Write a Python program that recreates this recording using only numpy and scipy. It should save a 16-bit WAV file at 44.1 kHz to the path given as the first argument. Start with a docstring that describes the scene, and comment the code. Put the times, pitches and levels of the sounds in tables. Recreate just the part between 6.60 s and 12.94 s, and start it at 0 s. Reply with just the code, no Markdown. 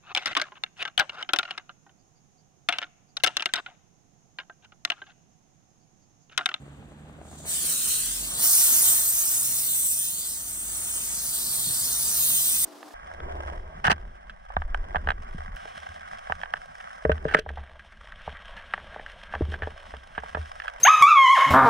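"""Simmering, spitting water and a wavering hum come first, then a thin hiss swells and a steam jet opens. It is
a handheld garment steamer, worked over a cloth on a desk close to a pair of microphones. The jet is coloured
noise, combed by moving echoes off the desk; the same combs shape a softer rush on the cloth. Boiling is low
noise, the pump a few harmonics over a drone, and spits, bumps and taps are damped modes. The scene then changes
at once to the quiet room and a hand tapping the cloth."""
import sys
import numpy as np
from scipy import signal
from scipy.fft import rfft, irfft
from scipy.io import wavfile
from scipy.ndimage import uniform_filter1d

SR = 44100
rng = np.random.default_rng(int(sys.argv[2]) if len(sys.argv) > 2 else 0)


def wav_out(sig):
    """Save sig, one row per channel (or a flat mono array), as 16-bit PCM at SR to the path in sys.argv[1]."""
    wavfile.write(sys.argv[1], SR, np.round(np.clip(np.atleast_2d(sig).T, -1, 1) * 32767).astype(np.int16))


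N = 279588
TIME = np.arange(N) / SR
OPEN_S, CUT_S = 0.849, 6.049  # the jet opens; the scene changes to the quiet room

# steam jet: start_s, level_db, lower_hiss_fullness_db, top_brightness_db
JET_CURVE = [(0.88, -27, -0.2, -6), (1.0, -28, -1, -4.5), (1.1, -26.5, -0.8, -2), (1.2, -27, -1, -3),
             (1.35, -25.5, -0.5, -3), (1.5, -29.5, 1.7, -4.5), (1.7, -34.5, 3, -3), (1.77, -31.3, 1.3, -5),
             (1.84, -21.5, 1, 3.5), (2.1, -21.5, 0.7, 3), (2.3, -20.5, -1.7, 0.5), (2.43, -25.4, -1, 2),
             (2.7, -26, -0.8, 1.5), (2.92, -28, -0.1, 2), (3.08, -27.5, -1.9, 2), (3.33, -24.5, -6.8, -3.5),
             (3.47, -31.1, 0.5, 0.1), (3.8, -34.5, 0.5, -2.5), (4.05, -34.3, -1, -3.6),
             (4.2, -32.5, 1.5, -2.2), (4.55, -31, 0.5, -3), (4.72, -30.5, 0.8, 0.5), (5.1, -28, 1.1, -1.3),
             (5.4, -28.5, 2, 0), (5.68, -25.5, 1, 3.5), (6.04, -24.5, 0, 0)]
# nozzle position, as echoes before each surface's colour:
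# start_s, desk_delay_ms, desk_strength (0-1), far_delay_ms, far_strength (0-1)
NOZZLE_PATH = [(0.86, 0.481, 0.24, 0.412, 0.22), (0.93, 0.589, 0.11, 0.39, 0.34),
               (1.0, 0.658, 0.16, 0.391, 0.36), (1.12, 0.754, 0.18, 0.489, 0.1),
               (1.27, 0.788, 0.24, 0.627, 0.12), (1.4, 0.737, 0.22, 0.727, 0.05),
               (1.5, 0.682, 0.17, 0.772, 0.08), (1.6, 0.531, 0.07, 0.796, 0.32),
               (1.72, 0.322, 0.15, 0.716, 0.34), (1.83, 0.201, 0.22, 0.69, 0.32),
               (2.15, 0.175, 0.16, 0.685, 0.22), (2.4, 0.149, 0.08, 0.757, 0.08),
               (2.6, 0.18, 0.24, 0.75, 0.05), (2.78, 0.182, 0.18, 0.78, 0.4),
               (2.95, 0.182, 0.15, 0.648, 0.06), (3.05, 0.235, 0.19, 0.539, 0.1),
               (3.15, 0.336, 0.1, 0.494, 0.38), (3.3, 0.4, 0.16, 0.524, 0.48),
               (3.45, 0.345, 0.13, 0.547, 0.4), (3.6, 0.283, 0.16, 0.559, 0.13),
               (3.8, 0.175, 0.17, 0.663, 0.19), (4.0, 0.14, 0.14, 0.726, 0.12),
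               (4.3, 0.129, 0.22, 0.735, 0.14), (4.55, 0.18, 0.15, 0.805, 0.108),
               (4.8, 0.24, 0.18, 0.77, 0.126), (5.1, 0.252, 0.21, 0.758, 0.18),
               (5.35, 0.218, 0.19, 0.784, 0.162), (5.52, 0.189, 0.2, 0.849, 0.099),
               (5.68, 0.294, 0.1, 0.838, 0.18), (5.85, 0.395, 0.08, 1.074, 0.22),
               (6.05, 0.334, 0.1, 1.034, 0.29)]
# rumble of boiling water, before the trim in boil(): start_s, level_db
BOIL_CURVE = [(0.4, -51), (0.8, -49), (1.1, -50.5), (1.5, -52.5), (1.72, -44.5), (1.95, -56), (2.3, -51),
              (2.55, -57.5), (3.75, -56), (4.2, -54), (5.7, -52.5), (5.9, -54.5)]
# pump hum, before waver, throb and lean: start_s, pitch_hz, fundamental_db, second_harmonic_db
PUMP_CURVE = [(0, 70, -53, -45.5), (0.55, 76.9, -52.5, -52.5), (1.0, 78.06, -49.5, -52),
              (1.2, 77, -66, -59), (2.3, 63.85, -51, -90), (2.8, 66, -57, -53), (3.25, 69, -55, -56),
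              (3.7, 81.9, -59.5, -63.5), (4.2, 93, -54, -64), (4.85, 64, -63, -57), (5.05, 65, -57, -54),
              (5.45, 66.05, -51.5, -52.5), (5.75, 72.9, -78, -49.5), (6.05, 73.9, -59, -56.5)]
# drone of the housing, before throb and lean: start_s, pitch_hz, level_db
DRONE_CURVE = [(0, 56.3, -81), (1.1, 50.2, -65), (1.5, 48.2, -45), (1.7, 49.3, -46), (1.9, 47.7, -69),
               (2.6, 51.6, -53), (3.1, 49.2, -70), (4.1, 51.7, -50.5), (4.7, 55.4, -53.5),
               (6.05, 58.97, -50)]

# spectrum of the jet's hiss: frequency_hz, density_db (relative, per Hz)
JET_COLOUR = [(600, -38), (1400, -23), (2100, -18.5), (2700, -14.5), (3400, -10.8), (4200, -11.5),
              (4900, -13), (5500, -11.7), (6200, -8), (7000, -3.3), (8200, 0), (9100, -2.9), (9600, -2.5),
              (10900, -6.8), (12200, -7.5), (13800, -5), (15700, -6)]
# spectrum of steam rushing against cloth: frequency_hz, density_db (relative, per Hz)
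BUFFET_COLOUR = [(100, -4), (300, 0), (480, -0.5), (700, 5.5), (1000, 3.5), (1500, 3.5), (2200, -2),
                 (3500, -5), (6000, -24), (12000, -46)]
# spectrum of the thin escaping hiss: frequency_hz, density_db (relative, per Hz)
LEAK_COLOUR = [(1500, -48), (3500, -6), (5400, -14), (6300, -5), (7000, 0.5), (8300, -1.5), (9800, -13),
               (15500, -22)]
# spectrum of the boil: frequency_hz, density_db (relative, per Hz)
BOIL_COLOUR = [(20, -26), (35, -25), (55, 6), (80, -5.5), (110, 0), (160, 1.5), (260, -0.5), (380, -9),
               (600, -9.5), (1500, -48)]
# spectrum of the room air: frequency_hz, density_db (relative, per Hz)
ROOM_COLOUR = [(35, -88), (60, -52), (212, -18), (294, -2), (566, -14.5), (651, -6), (1100, -13),
               (1600, -18.5), (2500, -25.5), (5090, -24.5), (8510, -30), (11000, -32), (16000, -39)]
ROOM_DB = -48.5

# phase between the two microphones: frequency_hz, left_lead_rad
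MIC_PHASE = [(0, 0), (160, -.25), (500, .9), (1000, 1.5), (1500, 1.7), (2100, 2.4), (2650, 3.1),
             (3400, 3.5), (4800, 5.7), (5700, 4.8), (6700, 4.3), (7300, 2.9), (9000, .1), (9900, -.4),
             (11400, -3.1), (12100, -3.4), (13700, -6.2), (14500, -6.5), (15900, -9.5)]
# how alike the microphones hear a sound, before spread and direct sound: frequency_hz, likeness (0-1)
MIC_LIKENESS = [(60, .99), (200, .92), (400, .78), (1200, .55), (2000, .68), (2450, .85), (2750, .9),
                (3300, .82), (4500, .55), (6800, .62), (7800, .84), (9300, .93), (10400, .78), (10900, .88),
                (11250, .99), (12000, .99), (12400, .87), (12800, .8), (14000, .94), (15300, .75)]
# level balance of the microphones: frequency_hz, left_over_right_db
MIC_BALANCE = [(130, -5), (400, -0.5), (1100, 5.5), (1800, -1.5), (3600, 1.5), (5800, -3.5), (7100, 1),
               (8000, -0.5)]

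# water spitting in the boiler, before left-right lean: start_s, peak_db
SPITS = [(0.065, -44), (0.08, -40), (0.226, -42), (0.32, -39), (0.497, -40), (0.589, -39), (0.615, -34),
         (0.631, -42), (0.653, -41), (0.715, -37), (0.728, -37), (0.802, -39.5), (0.841, -38), (0.854, -36)]
# ringing of spits and bubbles, before detuning: pitch_hz, level_db (relative), t60_s
SPIT_MODES = [(400, -2, 0.014), (640, 1, 0.012), (860, -0.5, 0.0045), (1190, -9, 0.0092),
              (1880, -12, 0.0059)]
# the body bumped in the hand, before left-right lean: start_s, peak_db
BUMPS = [(5.071, -33.5), (5.1, -36)]
# ringing of the bumped body, before detuning: pitch_hz, level_db (relative), t60_s
BUMP_MODES = [(75.9, -27, 0.074), (126, 7, 0.065), (230, 2, 0.033)]
# fingers tapping cloth and desk, before lean and low cut: start_s, peak_db
TAPS = [(6.229, -32), (6.307, -44), (6.311, -41)]
# ringing of the taps, before detuning: pitch_hz, level_db (relative), t60_s
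TAP_MODES = [(800, 0, .016), (1140, 2, .012), (1620, 2, 0.011), (2680, -1, .006), (3670, -3, 0.005),
             (5200, -10, .004)]

# cloth on the desk, reflecting the lower hiss best: frequency_hz, factor_on_strength (ratio)
DESK_REFLECTS = [(1500, 1.9), (4000, 2.4), (8500, 1), (14000, 1.3)]
# small things further away, reflecting mostly treble: frequency_hz, factor_on_strength (ratio)
FAR_REFLECTS = [(4000, .2), (8500, 1), (14000, .9)]

DESK_LEAD_RAD, FAR_LEAD_RAD = 0.84, 0.24  # phase lead of each echo
DIFFUSE = 0.08  # diffuse power beside the direct sound (share)
GLIDE_S = 0.04  # smoothing of the hand's movement
# desk delays over which the head comes clear of the cloth
LIFT_FROM_MS, LIFT_SPAN_MS = 0.14, 0.21
# desk delays over which the lower hiss grows more diffuse, and how far (0-1)
CLEAR_FROM_MS, CLEAR_SPAN_MS, CLEAR_SPREAD = 0.47, 0.27, 1
EDGE_HZ = 15800  # top of the final band limit


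def jet(level_db=0, flutter_db=0.38, sputter_db=0.06, patchy_db=2.7):
    """Turbulent hiss from the nozzle, combed by echoes and roughened by droplets."""
    t, hz = grid(size=1024)
    _, full_db, bright_db = follow(JET_CURVE, t)
    # the cloth in front of the nozzle shifts weight between the lower hiss and the top
    cloth_db = full_db * read([(5500, 1), (7500, 0)], hz)
    cloth_db = cloth_db + bright_db * read([(8800, 0), (11500, 1)], hz)
    comb_db = nozzle_comb_db(t, hz)
    # eddies of steam make the hiss patchy in time and frequency
    eddies = rng.standard_normal(cloth_db.shape)
    eddies = uniform_filter1d(eddies, size=9, axis=0)
    eddies = uniform_filter1d(eddies, size=6, axis=1)
    field_db = cloth_db + comb_db + clutter_db(t, hz) + patchy_db * evened(eddies)
    # lifted high, the lower hiss reaches the microphones more diffusely
    desk_ms = nozzle(t)[0]
    clear = np.clip((desk_ms - CLEAR_FROM_MS) / CLEAR_SPAN_MS, 0, 1)
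    clear = clear * read([(6000, 1), (8000, 0)], hz)
    hiss = mic_noise(JET_COLOUR, size=1024, field_db=field_db, spread=CLEAR_SPREAD * clear, direct_db=comb_db)
    hiss /= np.std(band(hiss, 7000, 10500))
    valve = np.clip((TIME - OPEN_S) / 0.061, 0, 1)  # opens over 61 ms
    jet_db = level_db + follow(JET_CURVE, TIME)[0]
    jet_db = jet_db + flutter_db * wander(10) + sputter_db * wander(380)
    return hiss * valve * gain_of(jet_db)


def nozzle_comb_db(t, hz):
    """The direct sound and its two strong echoes interfere; diffuse sound fills the notches a little."""
    desk_ms, desk_strength, far_ms, far_strength = nozzle(t)
    radians_per_ms = 2 * np.pi * hz / 1000
    desk_turn = np.exp(1j * (DESK_LEAD_RAD - radians_per_ms * desk_ms))
    far_turn = np.exp(1j * (FAR_LEAD_RAD - radians_per_ms * far_ms))
    desk = desk_strength * read(DESK_REFLECTS, hz) * desk_turn
    far = far_strength * read(FAR_REFLECTS, hz) * far_turn
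    return 10 * np.log10(DIFFUSE + abs(1 + desk + far) ** 2)


def clutter_db(t, hz):
    """Keyboard, boxes and walls add many faint echoes, whose paths change as the nozzle moves."""
    desk_ms, _, far_ms, _ = nozzle(t)
    field_db = 0
    for base_ms in np.geomspace(1.2, 10, 22):
        with_lift, with_reach = rng.uniform(0.4, 1.1, 2)
        # the hand is never quite still, and the cloud of steam bends each path
        tremor_ms = 0.035 * np.interp(t, TIME, wander(3))
        path_ms = base_ms + with_lift * desk_ms + with_reach * (far_ms - far_ms.mean()) + tremor_ms
        field_db = field_db + echo_db(hz, path_ms, 0.08)
    return field_db


def echo_db(hz, delay_ms, strength):
    """The comb that one short echo lays on a sound by adding and cancelling."""
    ripple = 2 * strength / (1 + strength ** 2)
    power = 1 + ripple * np.cos(2 * np.pi * hz * delay_ms / 1000)
    return 10 * np.log10(1e-3 + abs(power))


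def nozzle(t):
    """The nozzle's echo delays and strengths at the times t, gliding smoothly with the hand."""
    glide = int(GLIDE_S * SR)
    columns = follow(NOZZLE_PATH, TIME)
    return [np.interp(t, TIME, uniform_filter1d(column, glide, mode="nearest")) for column in columns]


def lift(t):
    """How far the head is clear of the cloth (0-1), taken from the desk echo's delay."""
    return np.clip((follow(NOZZLE_PATH, t)[0] - LIFT_FROM_MS) / LIFT_SPAN_MS, 0, 1)


def buffet(idle_db=-63, blowing_db=-52, follows_jet=0.63, follows_boil=0.94, lifted_db=-3, flutter_db=1.18):
    """The soft rush of steam against the cloth grows with the jet and the boil, and eases as the head lifts."""
    t, hz = grid(size=1024)
    comb_db = nozzle_comb_db(t, hz) * (t > OPEN_S)
    rush = mic_noise(BUFFET_COLOUR, size=1024, field_db=comb_db, spread=0.4 * (t < OPEN_S), direct_db=comb_db)
    rush = unit_in(rush, 500, 1800)
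    jet_db, boil_db = follow(JET_CURVE, TIME)[0], follow(BOIL_CURVE, TIME)[0]
    blown_db = blowing_db + follows_jet * (jet_db - jet_db.mean()) + lifted_db * lift(TIME)
    level_db = np.where(TIME < OPEN_S, idle_db, blown_db)
    level_db = level_db + follows_boil * (boil_db - boil_db.mean())
    return rush * gain_of(level_db + flutter_db * wander(23))


def leak(idle_db=-72.5, swell_s=0.61, swell_db=20.5, rise_s=0.089, flutter_db=1.5):
    """A thin hiss escapes, and swells as pressure builds just before the jet opens."""
    hiss = unit_in(mic_noise(LEAK_COLOUR, size=512, spread=0.4), 6000, 9000)
    pressure = 1 - np.exp(-np.maximum(TIME - swell_s, 0) / rise_s)
    sounding = TIME < OPEN_S + 0.02
    return hiss * sounding * gain_of(idle_db + swell_db * pressure + flutter_db * wander(40))


def simmer(per_s=220, idle_db=-57, swell_s=0.38, swell_db=6):
    """Many tiny bubbles burst in the boiler, harder as pressure builds before the jet opens."""
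    bursts = rng.random(N) < per_s / SR
    size = gain_of(2.5 * np.minimum(rng.exponential(1, N), 3)) * bursts
    pressure = np.clip((TIME - swell_s) / (OPEN_S - swell_s), 0, 1)
    size = size * gain_of(swell_db * pressure) * (TIME < OPEN_S + 0.02)
    pop = knocks([(0.0018, idle_db)], SPIT_MODES)[:, :SR // 20]
    return signal.oaconvolve(size[None], pop, axes=1)[:, :N]


def knocks(rows, modes, scatter=0.39, lean_db=0, attack_s=0.00071):
    """Each blow rings the same few damped modes, a little differently every time."""
    mode_hz, mode_db, t60_s = np.transpose(modes)[:, :, None]
    t, out = np.arange(SR // 8) / SR, np.zeros(N)
    detunes = rng.standard_normal((len(rows), len(modes), 1))
    for (start_s, peak_db), detune in zip(rows, detunes):
        decay = np.exp(-np.log(1000) * t / t60_s)
        tone = np.sin(2 * np.pi * mode_hz * (1 + scatter * detune) * t)  # scatter is a share of the pitch
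        ring = (gain_of(mode_db) * decay * tone).sum(0)
        ring *= 1 - np.exp(-t / attack_s)
        part = out[round(start_s * SR):][:len(t)]
        part += (gain_of(peak_db) * ring / abs(ring).max())[:len(part)]
    return out * gain_of([[lean_db], [-lean_db]])  # left, right


def boil(level_db=-2, lumpy_db=2):
    """Lumpy rumble of the water in the boiler: low noise whose level wanders."""
    rumble = unit_in(mic_noise(BOIL_COLOUR, size=4096), 85, 350)
    return rumble * gain_of(level_db + follow(BOIL_CURVE, TIME)[0] + lumpy_db * wander(19))


def pump(third_db=-8, fourth_db=-12, lean_db=1.4):
    """A wavering hum of four harmonics above a deeper drone; third and fourth sit below the second."""
    waver, throb_db = 0.012, 1.6  # rms share of the pitch, rms level
    pitch_hz, first_db, second_db = follow(PUMP_CURVE, TIME)
    angle = 2 * np.pi * np.cumsum(pitch_hz * (1 + waver * wander(8.2))) / SR
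    levels = [first_db, second_db, second_db + third_db, second_db + fourth_db]
    hum = 0
    for k, db in enumerate(levels, 1):
        throb = gain_of(db + throb_db * wander(4.4))
        hum = hum + throb * np.sin(k * angle + 2 * np.pi * rng.random())
    drone_hz, drone_db = follow(DRONE_CURVE, TIME)
    drone_angle = 2 * np.pi * np.cumsum(drone_hz) / SR
    drone = gain_of(drone_db + throb_db * wander(6.2)) * np.sin(drone_angle)
    return (hum + drone) * gain_of([[-lean_db], [lean_db]])  # left, right


def room(level_db=0, width=0.51, rustle_db=1.4):
    """Quiet room air as coloured mid and side noise, with a faint rustle of cloth in its level."""
    colour = gain_of(read(ROOM_COLOUR, np.fft.rfftfreq(N, 1 / SR)))
    mid, side = irfft(rfft(rng.standard_normal((2, N))) * colour, N)
    mid, side = evened(mid), width * evened(side)
    air = np.array([mid + side, mid - side])
    return air * gain_of(ROOM_DB + level_db + rustle_db * wander(33.7))


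def mic_noise(colour, size, field_db=0, spread=0, direct_db=0):
    """Noise of a given colour as two microphones hear it: partly alike, shifted in phase and level."""
    t, hz = grid(size)
    shape = (2, len(t), len(hz))
    near, other = rng.standard_normal(shape) + 1j * rng.standard_normal(shape)
    same = np.clip(read(MIC_LIKENESS, hz) * (1 - spread), 0, 1)
    lean = gain_of(read(MIC_BALANCE, hz) / 2)
    # where the direct sound stands out from the diffuse, the two microphones hear more alike
    same = same / (same + (1 - same) * gain_of(-direct_db) ** 2)
    right = same * near + np.sqrt(1 - same ** 2) * other
    right = right * np.exp(-1j * read(MIC_PHASE, hz))
    spectra = np.array([near * lean, right / lean]) * gain_of(read(colour, hz) + field_db)
    overlap = size - size // 4
    return signal.istft(spectra, nperseg=size, noverlap=overlap, time_axis=1, freq_axis=2)[1][:, :N]


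def grid(size):
    """Times (a column) and frequencies (a row) of short-time spectra, a quarter frame apart."""
    hop = size // 4
    return np.arange(N // hop + 5)[:, None] * hop / SR, np.fft.rfftfreq(size, 1 / SR)


def wander(rate_hz):
    """Slow chance of unit rms, fading above about the given rate."""
    hz = np.fft.rfftfreq(N, 1 / SR)
    slow = (hz > 1) / (1 + (hz / rate_hz) ** 2)
    return evened(irfft(rfft(rng.standard_normal(N)) * slow, N))


def band(x, lo_hz, hi_hz):
    """The part of x between two frequencies."""
    hz = np.fft.rfftfreq(N, 1 / SR)
    return irfft(rfft(x) * ((hz >= lo_hz) & (hz <= hi_hz)), N)


def unit_in(x, lo_hz, hi_hz):
    """Scales a stereo sound so that its centre has unit rms in one band."""
    return x / np.std(band(x.mean(0), lo_hz, hi_hz))


def evened(x):
    """Scales to unit rms."""
    return x / np.sqrt(np.mean(x ** 2) + 1e-20)


def gain_of(db):
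    """Decibels to amplitude."""
    return 10 ** (np.asarray(db) / 20)


def read(points, hz):
    """A frequency table, read on a log-frequency axis."""
    f, value = np.transpose(points)
    return np.interp(np.log(hz + 1), np.log(f + 1), value)


def follow(rows, t):
    """Every column of a curve table at the times t."""
    start_s, *columns = np.transpose(rows)
    return [np.interp(t, start_s, column) for column in columns]


def scene():
    """The steamer until the scene changes, then the room and the tapping hand."""
    steamer = jet() + buffet() + leak() + simmer() + boil() + pump()
    steamer += knocks(SPITS, SPIT_MODES, scatter=0.098, lean_db=3.0)
    steamer += knocks(BUMPS, BUMP_MODES, lean_db=-2.5)
    taps = knocks(TAPS, TAP_MODES, scatter=0.03, lean_db=-2.5, attack_s=0.0004)
    taps = signal.sosfilt(signal.butter(2, 300, "high", fs=SR, output="sos"), taps)
    return np.where(TIME < CUT_S, steamer, room() + taps)


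def record(dry):
    """The recorder's low cut at 30 Hz and steep band limit in the treble."""
    dry = signal.sosfilt(signal.butter(4, 30, "high", fs=SR, output="sos"), dry)
    band_limit = signal.firwin(511, EDGE_HZ, window=("kaiser", 9), fs=SR)
    return signal.oaconvolve(dry, band_limit[None], "same")


dry = scene()
out = record(dry)
wav_out(out)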